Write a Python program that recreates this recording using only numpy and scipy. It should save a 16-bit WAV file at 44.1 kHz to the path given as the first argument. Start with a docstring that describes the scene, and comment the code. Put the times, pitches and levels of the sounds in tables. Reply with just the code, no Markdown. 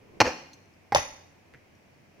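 """A steel hammer works hard rock in a quarry pit, over faint outdoor noise and a far, wavering hum.
After soft scuffs on the soil comes one heavy blow, and a loose flake tumbles; small chips tick.
Then follow a dull knock and a clink that chatters on stone, and later a loose stone shifts.
Contacts are clicks, bursts of noise and dying tones; the ground's thuds are low sine waves.
Fading noise makes the answer of the rubble and pit walls to hammer, chips and loose stone."""
import sys
import numpy as np
from scipy import signal
from scipy.fft import rfft, irfft
from scipy.io import wavfile
from scipy.ndimage import map_coordinates

SR = 44100
rng = np.random.default_rng(int(sys.argv[2]) if len(sys.argv) > 2 else 0)


def wrap_up_sound(samples):
    """Save the sound to the file named by the first command line argument, as 16-bit audio."""
    columns = np.atleast_2d(samples).T
    # keep every value between -1 and 1, then stretch to whole-number steps
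    tamed = np.clip(columns, -1, 1)
    steps = np.round(tamed * 32767).astype(np.int16)
    wavfile.write(sys.argv[1], SR, steps)


N = 97020
T = np.arange(N) / SR
HZ = np.fft.rfftfreq(2 * N, 1 / SR)
REF_SAMPLES = SR // 100  # levels of contacts, chips and steel spread their energy over 10 ms

# The clink's contacts. Each row: start in seconds, level in dB, time for the crunch to fall 60 dB
# in seconds, treble boost or cut in dB.
CLINK_CONTACTS = [(.9483, -19.5, 0.018, 5.5), (.9515, -25, 0.054, -4.5), (.9596, -18, 0.0097, -8.5),
                  (.9632, -24.5, 0.044, -6.5), (.9821, -35.5, 0.018, 1)]
# The click's share of the energy of click and crunch together, 0 to 1, by kind of contact.
CLICK_SHARE = dict(blow=.17, knock=0.067, clink=0.17, small=0.51)
# Tone colour of the pit's answer. Each row: frequency in Hz, level in dB.
PIT_TONE = [(60, 2.5), (600, -6), (2000, -1.5), (12000, -0.5)]
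# How alike the ears are for outdoor and soil noise. Each row: frequency in Hz, likeness (1 = same).
OUTDOOR_ALIKE = [(120, 0.73), (300, 0.41), (950, 0.068)]


def amp(db):
    """Turn decibels into gain."""
    return 10 ** (np.asarray(db) / 20)


def fade(t60):
    """A decay of 60 dB in t60 seconds."""
    return np.exp(-np.log(1000) * T / t60)


def norm(x):
    """Scale to energy 1 per channel, on average over the channels."""
    return x / np.sqrt(np.mean(np.sum(x ** 2, axis=-1)) + 1e-30)


def along(points, hz):
    """Read (Hz, value) points on a logarithmic frequency axis."""
    f, v = np.transpose(points)
    return np.interp(np.log(hz + 1), np.log(f + 1), v)


def filtered(x, response):
    """Pass x through a frequency response."""
    return irfft(rfft(x, 2 * N) * response)[..., :N]


def causal(colour):
    """A colour as a minimum-phase response, which puts its energy as early as it can."""
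    c = irfft(along(colour, HZ) * np.log(10) / 20)
    return np.exp(rfft(np.r_[c[0], 2 * c[1:N]], 2 * N))


def delayed(x, s):
    """Make x start at s seconds."""
    k = int(np.clip(round(s * SR), 0, N - 1))
    return np.concatenate([np.zeros_like(x[..., :k]), x[..., :N - k]], axis=-1)


def noise(colour, alike):
    """Coloured stereo noise of rms 1; more side signal makes the ears less alike."""
    turn = np.arccos(np.clip(along(alike, HZ), -1, 1)) / 2
    shares = np.array([np.cos(turn), np.sin(turn)])
    mid, side = filtered(rng.standard_normal((2, N)), amp(along(colour, HZ)) * shares)
    return norm(np.array([mid + side, mid - side])) * np.sqrt(N)


def wobble(rate):
    """A smooth random curve with rate random points a second."""
    return map_coordinates(rng.standard_normal(256), [T * rate], mode="mirror")


def hammer():
    """The blow and its flake, the knock and the clink each ring a body and draw an answer from the pit."""
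    # Contacts of the blow, the tumbling flake and the knock. Each row: start in seconds,
    # level in dB, time for the crunch to fall 60 dB in seconds, treble boost or cut in dB.
    blow_contacts = [(.2031, -15, .045, 0.5), (.2088, -17, .04, -1), (.2123, -18.5, .025, -11.5),
                     (.2149, -16, .04, -5)]
    flake_contacts = [(.2475, -31.5, 0.041, -9), (.2555, -26.5, 0.083, -4.5), (.266, -25.5, 0.15, -3),
                      (.2755, -28, 0.17, -5)]
    knock_contacts = [(.9216, -28.5, 0.072, 5.5)]
    # Tone colours of the contacts, and of the pit's answer from where the clink lands,
    # which the knock shares. Each row: frequency in Hz, level in dB.
    blow_tone = [(30, -35.5), (170, -3.5), (310, 0.5), (410, -1), (540, 5.5), (850, 2), (1400, -1.5),
                 (2700, -1.5), (3600, -19), (4200, -10.5), (6300, -8), (8200, -32.5), (15000, -36.5)]
    knock_tone = [(50, -11), (220, -4.5), (500, -3.5), (850, -3.5), (1300, -9.5), (2100, -2), (3000, -35),
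                  (5500, -22.5), (8000, -54)]
    clink_tone = [(40, -10), (400, -10.5), (560, 9), (900, 6.5), (1300, -3), (2200, -0.5), (3700, -10),
                  (5200, -3.5), (6300, -2), (8200, -29.5), (15000, -28.5)]
    clink_pit_tone = [(100, 4), (750, -7), (1800, 1), (2800, 2), (5500, 0)]
    # Tones of the slab, its flake, the knocked block and the clinked rock. Each row: frequency
    # in Hz, typical level against the contact in dB, time to fall 60 dB in seconds.
    slab_modes = [(322, -19.5, 0.071), (596, -9, .05), (845, -10, 0.043), (1047, -18, 0.023),
                  (4290, -12, .015), (4410, -25, .3), (5200, -18, .035), (5690, -17, .02)]
    flake_modes = [(502.5, -4, 0.053)]
    block_modes = [(814, 7, 0.068), (990, -3.5, 0.028)]
    rock_modes = [(572, -11, 0.013), (842, -6, 0.019), (1064, -12, 0.055), (1982, -12, 0.1247)]

    blow = contacts(blow_contacts, blow_tone, slab_modes, CLICK_SHARE["blow"])
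    flake = contacts(flake_contacts, blow_tone, flake_modes, CLICK_SHARE["blow"])
    knock = contacts(knock_contacts, knock_tone, block_modes, CLICK_SHARE["knock"])
    clink = contacts(CLINK_CONTACTS, clink_tone, rock_modes, CLICK_SHARE["clink"])
    return (in_pit(blow + flake, PIT_TONE, near_db=-16.5, tail_db=-11.5)
            + in_pit(knock, clink_pit_tone, near_db=-19, tail_db=-9.5, right_db=1.5)
            + in_pit(clink, clink_pit_tone, near_db=-5.5, tail_db=-11, lag_ms=.21, right_db=0.5)
            + in_pit(steel(), PIT_TONE, near_db=-20, tail_db=-17, lag_ms=.21))


def contacts(rows, colour, modes, click_share):
    """Each contact is a click and a short crunch of crushed grit, and rings the struck body if it has modes."""
    spread = 0.2  # how much the crunch differs between the ears
    treble_hz = 3375  # a hard contact is brighter above this, a soft one duller
    ring_blur = .003  # the grit roughens the ring: a mode's width over its frequency
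    out = np.zeros((2, N))
    body = causal(colour)
    click_share = np.clip(click_share, 0, 1)
    click = norm(irfft(body)[:N])
    for s, db, t60, treble_db in rows:
        mid, side = rng.standard_normal((2, N)) * fade(t60)
        crunch = norm(filtered(np.array([mid + spread * side, mid - spread * side]), body))
        # each tone's level varies a little at random, by about 1 dB
        ring = sum(amp(level + rng.normal(0, 1)) * mode(hz, life, ring_blur)
                   for hz, level, life in modes)
        impact = ring - np.sqrt(click_share) * click + np.sqrt(1 - click_share) * crunch
        hardness = causal([(treble_hz / 2, 0), (treble_hz, treble_db)])
        out += amp(db) * delayed(filtered(impact, hardness), s)
    return out * np.sqrt(REF_SAMPLES)


def mode(hz, t60, blur):
    """One dying tone of energy 1; blur makes its phase wander, which roughens it."""
    wander = np.cumsum(rng.standard_normal(N)) * np.sqrt(2 * np.pi * abs(blur) * hz / SR)
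    rise = 1 - np.exp(-T * hz)
    return norm(np.sin(2 * np.pi * hz * T + wander) * fade(t60) * rise)


def steel():
    """The clink rings the steel head, whose slight unevenness splits each partial into a beating pair."""
    # Tones of the head. Each row: frequency in Hz, level in dB, time to fall 60 dB in seconds.
    steel_modes = [(6098, -29.5, .48), (10160, -40.5, .34), (12180, -46, .3), (13560, -51, .24)]
    twin_split_hz, twin_db = 37, -5  # a weaker twin just above each partial
    ring = np.zeros(N)
    for hz, db, t60 in steel_modes:
        twin = amp(twin_db) * mode(hz + twin_split_hz, t60, blur=0)
        ring += amp(db) * norm(mode(hz, t60, blur=0) + twin)
    first_touch_s = CLINK_CONTACTS[0][0]
    return delayed(np.array([ring, ring]), first_touch_s) * np.sqrt(REF_SAMPLES)


def debris():
    """Small chips tick, each at its own pitch, and a loose stone shifts with short crunches."""
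    # Falling chips. Each row: start in seconds, level in dB, pitch in Hz.
    chip_ticks = [(0.532, -59, 6250), (0.5326, -54.5, 4200), (0.5381, -56, 6170), (.543, -70, 6400),
                  (0.6571, -70.5, 6050), (0.737, -70, 5040), (1.752, -71, 5710), (1.9412, -74.5, 4510)]
    # The loose stone's contacts. Each row: start in seconds, level in dB, time for the crunch
    # to fall 60 dB in seconds, treble boost or cut in dB.
    stone_contacts = [(1.5385, -55, 0.064, 4), (1.5465, -49.5, 0.06, -5.5)]
    # Tone colour of the loose stone. Each row: frequency in Hz, level in dB.
    stone_tone = [(200, 0.5), (1000, -11), (1950, 10), (3500, -10.5), (12000, -36)]
    chip_t60_s, chip_blur = 0.028, 0.035  # a short, gritty ring; its width over its pitch
    chips = sum(amp(db) * delayed(mode(hz, chip_t60_s, chip_blur), s) for s, db, hz in chip_ticks)
    chips = chips * np.sqrt(REF_SAMPLES)
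    stone = contacts(stone_contacts, stone_tone, [], CLICK_SHARE["small"])
    return in_pit(chips + stone, PIT_TONE, near_db=-16.5, tail_db=-10.0)


def in_pit(x, colour, near_db, tail_db, lag_ms=0, right_db=0):
    """Direct sound (left ear later by lag_ms, right louder by right_db), rubble scatter and the pit's tail."""
    # How long the tail lasts. Each row: frequency in Hz, time to fall 60 dB in seconds.
    tail_t60 = [(100, 0.9), (500, 0.59), (12000, 0.64)]
    # How alike the ears hear the pit. Each row: frequency in Hz, likeness (1 = same).
    pit_alike = [(120, 1), (300, 1), (600, 0.24), (1400, 0.056)]
    near_t60_s, near_rise_s = 0.21, 0.0072  # scatter from the rubble close by
    tail_rise_s = 0.02
    near = norm(noise(colour, pit_alike) * fade(near_t60_s) * (1 - np.exp(-T / near_rise_s)))
    # the tail is noise that fades at its own pace at each frequency
    hz, t, z = signal.stft(noise(colour, pit_alike), SR, nperseg=256)
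    z = z * np.exp(-np.log(1000) * t / along(tail_t60, hz)[:, None])
    tail = signal.istft(z, SR, nperseg=256)[1][:, :N]
    tail = norm(tail * (1 - np.exp(-T / tail_rise_s)))
    room = amp(near_db) * near + amp(tail_db) * tail
    ears = np.array([[-.5], [.5]])  # left, right
    lag = np.exp(2j * np.pi * HZ * ears * lag_ms / 1000)
    direct = filtered(x, amp(ears * right_db) * lag)
    return direct + filtered(x.mean(axis=0), rfft(room, 2 * N))


def ground():
    """The soil takes impacts as low, dying thuds, and gives soft scuffs of swelling noise."""
    # Thuds. Each row: start in seconds, level in dB before the soft rise and decay, pitch in Hz,
    # time to fall 60 dB in seconds.
    thud_rows = [(0.205, -18, 106, 0.1), (0.22, -28.5, 245, 0.25), (0.256, -28.5, 73, 0.12),
                 (0.923, -33, 111.5, 0.12), (0.948, -27.5, 128.2, 0.16), (0.959, -28.5, 79, 0.15),
                 (1.547, -41.5, 129, 0.08)]
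    # Scuffs. Each row: middle in seconds, level in dB, half length (Gaussian) in seconds.
    scuff_rows = [(0.055, -57, 0.042), (0.166, -52, 0.036), (1.539, -56, 0.019), (2.2, -54, 0.013)]
    # Tone colour of the scuffs. Each row: frequency in Hz, level in dB.
    scuff_tone = [(50, -3), (170, 2), (450, 3), (800, -10), (12000, -48)]
    rise = (1 - np.exp(-T / 0.0059)) ** 2  # soft start, time constant in seconds
    thuds = np.zeros(N)
    for s, db, hz, t60 in thud_rows:
        thuds += amp(db) * delayed(np.sin(2 * np.pi * hz * T) * fade(t60) * rise, s)
    strokes = sum(amp(db) * np.exp(-.5 * ((T - s) / half) ** 2) for s, db, half in scuff_rows)
    return thuds + strokes * noise(scuff_tone, OUTDOOR_ALIKE)


def outdoors():
    """Faint, steady open-air noise with a far hum that wavers in phase and level."""
    # Tone colour of the open air. Each row: frequency in Hz, level in dB.
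    air_tone = [(25, -29), (55, -15), (90, -8), (200, -10), (700, -15.5), (1350, -24.5), (2400, -19),
                (3600, -33.5), (5800, -31), (8000, -41.5), (15000, -43)]
    # The hum's course before its random wavering. Each row: time in seconds, level in dB.
    hum_course = [(.5, -74), (.8, -64), (1.5, -65), (1.7, -72)]
    air = noise(air_tone, OUTDOOR_ALIKE) * amp(-59)
    hum = np.sin(2 * np.pi * 90.4 * T + wobble(13))  # 90.4 Hz, with a drifting phase
    hum_db = np.interp(T, *np.transpose(hum_course)) + 2.5 * wobble(9)
    return air + amp(hum_db) * hum


def scene():
    """Everything that sounds in the pit."""
    return hammer() + debris() + ground() + outdoors()


def record(dry):
    """Round off peaks near full scale and cut steeply above the band limit."""
    top_hz = 15800
    held = dry / (1 + np.abs(dry) ** 8) ** (1 / 8)
    return filtered(held, 1 / np.sqrt(1 + (HZ / top_hz) ** 100))


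dry = scene()
out = record(dry)
wrap_up_sound(out)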